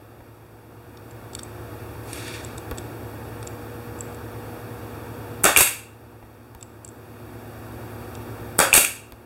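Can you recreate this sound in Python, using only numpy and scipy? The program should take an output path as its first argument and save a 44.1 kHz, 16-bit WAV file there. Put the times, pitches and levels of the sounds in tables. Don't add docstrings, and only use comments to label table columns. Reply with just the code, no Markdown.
import sys
import numpy as np
from scipy import signal
from scipy.fft import rfft, irfft, next_fast_len
from scipy.io import wavfile
from scipy.ndimage import uniform_filter1d, minimum_filter1d, map_coordinates

SR = 44100
rng = np.random.default_rng(int(sys.argv[2]) if len(sys.argv) > 2 else 0)


def store_wav(level_fs):
    pcm = np.round(np.clip(np.atleast_2d(level_fs), -1, 1) * 32767)
    wavfile.write(sys.argv[1], SR, pcm.T.astype(np.int16))


N = 407925
TIME = np.arange(N) / SR
AGE = TIME[:SR // 2]

# (first driver blow [s], puff [dB], wood [dB], table ring [dB], trigger release [s],
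# valve ping [dB], exhaust [dB], rattle [dB], rattle time stretch [ratio])
SHOTS = [(5.4411, -9.5, 1.4, -31.5, 5.5625, 13, -5, -1.5, .97),
         (8.5893, -14.5, -1.2, -26, 8.7292, 10.5, -3, 3.5, 1.03)]
# (time after first blow [s], crack [dB], wood [dB], punch [dB])
BLOWS = [(0, 5.5, -0.5, -8), (.0111, 2, 0.8, -13)]
# (time after release [s], level [dB], length [s], tail [s])
SURGES = [(.0053, 0.4, .0085, .004), (.022, -.5, .027, .026)]
# (time after release before stretching [s], clack [dB], thump [dB])
RATTLE = [(.008, 2.5, -11), (.0195, 2, -8.5), (.045, 2.5, -2.5), (.1143, -5, -38)]
# (time [s], level [dB], body relative to level [dB], pitch [ratio], lead of a graze or 0 for none [s])
TOUCHES = [(0.972, -39, 1.5, .7, 0), (1.1099, -36, -9, 0.95, 0), (1.3503, -19, -8, 0.99, .017),
           (1.392, -29, 1.5, 1.08, 0.0038), (1.4328, -25, -22, 1.01, 0), (2.1311, -21.5, -10, 1.1, 0),
           (2.279, -28, -10, 1.07, 0), (2.4473, -28.5, -10.5, .98, 0.0068), (2.5803, -26.5, -10, 1, 0.0036),
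           (2.7828, -24, -9, 1, .008), (3.4284, -33, -3.5, 1.09, 0), (3.473, -25.5, -11, 0.94, 0.0042),
           (4.007, -23, -27.5, .98, .018), (4.1455, -37, -15, 1, .018), (6.627, -19, -10, 0.98, 0.017),
           (6.8473, -17.5, -27, 0.97, 0.0011), (6.8773, -28, -22, .98, 0), (6.8884, -29.5, -20, 0.98, 0),
           (8.1518, -34.5, -3.5, 0.935, 0)]
# (time [s], tick [dB], thump [dB])
BUMPS = [(.202, -55, -31), (2.712, -18.5, -23), (6.225, -48, -30), (6.549, -20.5, -27.5),
         (9.122, -19, -26.5)]
# (start [s], hold [s], level [dB])
SLIDES = [(2.02, 0.2, -43), (2.66, .02, -59)]
MOVES_S = [3.2, 5.9]
# (harmonic [number], first place [dB], second [dB], third [dB])
MOTOR_HARMONICS = [(1, -65, -61, -62), (2, -49, -50.5, -51.5), (4, -53, -48.5, -47), (5, -54.5, -54, -57),
                   (6, -49, -57.5, -49), (8, -50, -45.5, -51)]
# (frequency [Hz], width [Hz], level [dB])
HOUSING_MODES = [(74, 3.5, -45.5), (109.8, 3.4, -40), (251, 36, -61.5), (323.4, 32, -60)]

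# (frequency [Hz], level [dB], t60 [s])
TABLE_MODES = [(302, -6, 0.4), (348, -4, 0.44), (394, -5, .4)]
PUNCH_MODES = [(165, -5.5, .03), (403, 0, .02)]
VALVE_MODES = [(2395, -7, 0.014), (2710, 0.5, 0.0092), (6900, -8, 0.0066), (8400, -11.5, 0.0087)]
CATCH_MODES = [(6800, -17, 0.0069), (7790, -3, 0.017), (7920, -0.5, 0.012), (8500, -11, 0.0092),
               (9800, -32, 0.0068)]
BODY_MODES = [(2770, -10, 0.0069), (3610, 1, 0.017), (4460, -4, 0.017), (5570, -3, 0.02)]

# (frequency [Hz], spectral level [dB])
CRACK_EQ = [(60, -11.5), (200, -6.5), (380, 2), (800, 2), (1300, 7), (2600, -10.5), (4500, -9), (6500, -7),
            (8700, 1), (11000, -6.5), (16000, -14.5)]
WOOD_EQ = [(50, -15), (120, -16.5), (200, -15), (310, -4), (700, 0.5), (1400, 1.5), (2500, -5.5),
           (4200, -14.5), (5700, -16.5), (6700, -13.5), (8600, -15), (11500, -13), (16000, -29.5)]
EXHAUST_EQ = [(60, -18), (200, -15.5), (400, -8), (1500, -5.5), (2250, -2.5), (2660, 1.5), (3100, -7.5),
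              (4500, -10), (5700, -12.5), (6600, -5), (8700, 2.5), (10000, -3.5), (12000, 0),
              (16000, -15.5)]
THUMP_EQ = [(25, -12.5), (60, 1.5), (190, -9.5), (400, -3.5), (900, -7.5), (2000, -18), (5000, -37.5),
            (16000, -59.5)]
RASP_EQ = [(300, -24), (1500, 2), (2400, 5.5), (3000, -1), (3700, 1), (6500, -7), (8500, -5), (11000, -8),
           (15000, -25)]
MACHINE_AIR_EQ = [(20, -34), (40, -14), (65, 2.5), (120, 0.5), (195, -6), (300, .5), (450, -4), (900, -5.5),
                  (1600, -13), (2500, -20.5), (4000, -29.5), (8000, -36.5), (12000, -29), (16000, -32.5)]
PUFF_EQ = [(5500, -33), (8300, -3), (12000, -3), (16000, -10.5)]
CLACK_EQ = [(500, -16), (2600, 2), (5000, -11.5), (8400, .5), (11000, -6), (16000, -19.5)]
BODY_EQ = [(1000, 5), (5000, 4), (9000, -5), (15000, -13)]
BUMP_TICK_EQ = [(500, -1), (4000, -2), (8000, -9.5), (13000, 4.5), (16000, -4)]
BRUSH_EQ = [(2000, -9), (6000, -5.5), (9000, -1), (11800, 1), (15000, -14)]
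HISS_EQ = [(2000, -9), (5000, -2.5), (6900, -10.5), (7900, -1.5), (9500, -3), (11500, 1.5), (16000, -1)]
WHISTLE_EQ = [(11550, -60), (12020, 0), (12500, -60)]

# (frequency [Hz], t60 [s])
ROOM_DECAY = [(60, 0.16), (300, 0.34), (1200, 0.41), (2700, 0.47), (8000, 0.38), (15000, 0.33)]
# (frequency [Hz], depth [0-1])
NOTCH_DEPTH = [(600, 0), (950, .6), (1100, 1), (2000, .8), (3000, .9), (7200, 0.8), (8000, 0.8),
               (10200, .65), (11500, 0.2), (13000, 0.04)]
# (frequency [Hz], feedback [0-1])
NOTCH_FEEDBACK = [(1000, .83), (3000, .3), (7000, .3), (10000, .55)]

MOTOR_HZ, PUMP_HZ = 59.72, 8.37


def driver(puff_lead_s=.0058):
    hits, table = np.zeros((2, N))
    for strike, puff_db, shot_wood_db, table_db, *_ in SHOTS:
        add(hits, strike - puff_lead_s, amp(puff_db) * fade(t60=.024, attack=.0013) * noise(PUFF_EQ))
        for delay, crack_db, wood_db, punch_db in BLOWS:
            at = strike + delay
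            add(table, at, amp(punch_db) * ring(PUNCH_MODES, scatter_db=1.5))
            add(hits, at, amp(crack_db) * fade(t60=.014, attack=.0008) * noise(CRACK_EQ))
            wood = fade(t60=.25, attack=.012) * noise(WOOD_EQ)
            add(hits, at, amp(shot_wood_db + wood_db - 11.5) * wood)
            add(table, at, amp(table_db) * ring(TABLE_MODES, scatter_db=3))
    return table + room(hits, wet_db=-4, build_s=.018)


def exhaust():
    valve, air = np.zeros((2, N))
    for *_, release, ping_db, air_db, _, _ in SHOTS:
        ping = ring(VALVE_MODES, scatter_db=4.5)
        snap = .35 * fade(t60=.0065, attack=.0002) * noise(CRACK_EQ)
        add(valve, release, amp(ping_db) * (ping + snap))
        for delay, surge_db, length, tail in SURGES:
            flow = (1 - np.exp(-AGE / .003)) * np.exp(-np.maximum(AGE - length, 0) / tail)
            shove = amp(-22) * push(period_s=.0162) + amp(-20) * push(period_s=.0075)
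            add(air, release + delay, amp(air_db + surge_db) * (flow * noise(EXHAUST_EQ) + shove))
    sputter = amp(1.9 * wobble(200))
    return room(valve, wet_db=-17, build_s=.01) + room(air * sputter, wet_db=-5.5, build_s=.021)


def piston():
    out = np.zeros(N)
    for *_, release, _, _, rattle_db, stretch in SHOTS:
        for delay, clack_db, thump_db in RATTLE:
            at = release + stretch * delay
            add(out, at, amp(rattle_db + clack_db) * fade(t60=.022, attack=.0012) * noise(CLACK_EQ))
            add(out, at, amp(thump_db) * fade(t60=.04, attack=.00149) * noise(THUMP_EQ))
    return room(out, wet_db=-11.5, build_s=.01)


def handling():
    out = np.zeros(N)
    for at, db, body_db, pitch, lead in TOUCHES:
        add(out, at, amp(db) * click(body_db, pitch))
        if lead > 0:
            add(out, at - lead, amp(db - 12.5) * click(body_db + 3, pitch))
    for at, tick_db, thump_db in BUMPS:
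        add(out, at, amp(tick_db) * fade(t60=.0041, attack=.0002) * noise(BUMP_TICK_EQ))
        thud = fade(t60=.051, attack=.00099) * noise(THUMP_EQ)
        add(out, at, amp(thump_db) * (thud + .59 * push(period_s=.016)))
    return room(out, wet_db=-18, build_s=.01)


def click(body_db, pitch):
    contact = fade(t60=.015, attack=.0004)
    tick_eq = [(3000, -22), (5800 * pitch, -15), (8200 * pitch, 0), (11000 * pitch, -12), (18000, -28)]
    tick = .58 * contact * noise(tick_eq)
    catch = .73 * ring(CATCH_MODES, scatter_db=1.5, pitch=pitch, size=2048, phase_spread=0)
    body = .5 * ring(BODY_MODES, scatter_db=3, size=2048) + 1.2 * contact * noise(BODY_EQ)
    return catch + tick + amp(body_db) * body


def rustle(rise_s=.13, fall_s=.12, firm_s=.25):
    out = np.zeros(N)
    t = TIME[:SR]
    firmness = np.clip(t / firm_s, 0, 1)
    for start, hold, db in SLIDES:
        swell = np.minimum(t / rise_s, 1) * np.exp(-np.maximum(t - rise_s - hold, 0) / fall_s)
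        brush = np.sqrt(1 - firmness) * noise(BRUSH_EQ, size=SR)
        rasp = amp(1.5) * np.sqrt(firmness) * noise(RASP_EQ, size=SR)
        add(out, start, amp(db) * swell * (brush + rasp))
    flutter = amp(1.4 * wobble(34.92))
    return out * flutter


def machine():
    shaft_time = TIME + .00017 * wobble(2)
    hum = motor(shaft_time)
    throb_db = .27 * np.sin(2 * np.pi * PUMP_HZ * TIME) + .31 * wobble(6.6)
    return hum + pump(shaft_time) + amp(-39.5 + throb_db) * noise(MACHINE_AIR_EQ, size=N)


def motor(shaft_time, move_s=.8):
    place = sum(np.clip((TIME - at) / move_s + .5, 0, 1) for at in MOVES_S)
    hum = np.zeros(N)
    for harmonic, *place_db in MOTOR_HARMONICS:
        level = np.interp(place, np.arange(len(place_db)), amp(place_db))
        cycles = harmonic * MOTOR_HZ * shaft_time + rng.random()
        hum += level * np.sqrt(2) * np.sin(2 * np.pi * cycles)
    return hum


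def pump(shaft_time, first_stroke_s=.05, smear_above_hz=199.6, low_cut_hz=55):
    hz = PUMP_HZ * np.arange(64)
    shake = sum(amp(db) * 1j * hz * width / (mode ** 2 - hz ** 2 + 1j * hz * width)
                for mode, width, db in HOUSING_MODES)
    smear = np.exp(2j * np.pi * rng.random(len(hz)) * (hz > smear_above_hz))
    low_cut = hz ** 4 / (hz ** 4 + low_cut_hz ** 4)
    stroke = irfft(shake * low_cut * smear, 2048, norm="forward") / np.sqrt(2)
    stroke_phase = (shaft_time - first_stroke_s) * PUMP_HZ % 1
    return np.interp(stroke_phase, np.arange(len(stroke)) / len(stroke), stroke)


def hiss():
    whistle = amp(-65.5) * noise(WHISTLE_EQ, size=N)
    return amp(-53) * noise(HISS_EQ, size=N) + whistle


def room(dry, wet_db, build_s):
    hz, t, grains = signal.stft(rng.standard_normal(SR * 3 // 4), SR, nperseg=256)
    decay = np.exp(-np.log(1000) * t / along(ROOM_DECAY, hz)[:, None])
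    swell = 1 - np.exp(-(t / build_s) ** 2)
    tail = signal.istft(grains * decay * swell, SR, nperseg=256)[1]
    return dry + amp(wet_db) * signal.fftconvolve(dry, tail / np.linalg.norm(tail))[:N]


def microphone_comb(hz, spacing_hz=1018):
    echo = np.exp(-2j * np.pi * hz / spacing_hz)
    feedback = along(NOTCH_FEEDBACK, hz)
    return 1 - along(NOTCH_DEPTH, hz) * (1 - feedback) * echo / (1 - feedback * echo)


def gain_control(x, cut_db, attack_s, hold_s, release_s, last_loud_s):
    loud = np.abs(x) > .5
    quiet_for = TIME - np.maximum.accumulate(np.where(loud, TIME, last_loud_s))
    duck = np.clip(1 - (quiet_for - hold_s) / release_s, 0, 1) ** 1.87
    step = 1 / (attack_s * SR)
    smooth_duck = signal.lfilter([step], [1, step - 1], duck, zi=duck[:1])[0]
    return x * amp(-cut_db * smooth_duck)


def limiter(x, size):
    needed = 1 / np.maximum(np.abs(x), 1)
    return x * uniform_filter1d(minimum_filter1d(needed, size), size)


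def ring(modes, scatter_db, pitch=1, size=len(AGE), phase_spread=1):
    hz, db, t60 = np.transpose(modes)[:, :, None]
    t = AGE[:size]
    strength = amp(db + scatter_db * rng.standard_normal(hz.shape))
    cycles = pitch * hz * t + phase_spread * rng.random(hz.shape)
    partials = strength * np.exp(-np.log(1000) * t / t60) * np.sin(2 * np.pi * cycles)
    attack = 1 - np.exp(-t / .0003)
    return np.pad(partials.sum(0) * attack, (0, len(AGE) - size))


def push(period_s):
    window = np.sin(np.pi * np.minimum(AGE / (2 * period_s), 1)) ** 2
    return window * np.sin(2 * np.pi * AGE / period_s)


def fade(t60, attack):
    return np.exp(-np.log(1000) * AGE / t60) * (1 - np.exp(-AGE / attack))


def noise(eq, size=len(AGE)):
    m = next_fast_len(size)
    gain = amp(along(eq, np.fft.rfftfreq(m, 1 / SR)))
    coloured = irfft(rfft(rng.standard_normal(m)) * gain, m)[:size]
    return coloured / np.sqrt(np.mean(coloured ** 2) + 1e-20)


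def wobble(rate):
    knots = rng.standard_normal(int(N * rate / SR) + 4)
    return np.interp(TIME, TIME[::64], map_coordinates(knots, [TIME[::64] * rate]))


def filtered(x, response):
    m = next_fast_len(len(x) + 8192)
    return irfft(rfft(x, m) * response(np.fft.rfftfreq(m, 1 / SR)), m)[:len(x)]


def along(points, hz):
    point_hz, values = np.transpose(points)
    return np.interp(np.log(hz + 1), np.log(point_hz + 1), values)


def amp(db):
    return 10 ** (np.asarray(db) / 20)


def add(track, start_s, sound):
    part = track[round(start_s * SR):][:len(sound)]
    part += sound[:len(part)]


def scene():
    return (driver() + exhaust() + piston() + handling() + rustle() + machine() + hiss())[None]


def record(dry):
    combed = filtered(dry[0], microphone_comb)
    ducked = gain_control(combed, cut_db=10, attack_s=.12, hold_s=.94, release_s=1.41, last_loud_s=-.33)
    limited = limiter(ducked, size=256)
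    return filtered(limited, lambda hz: hz < 15800)[None]


dry = scene()
out = record(dry)
store_wav(out)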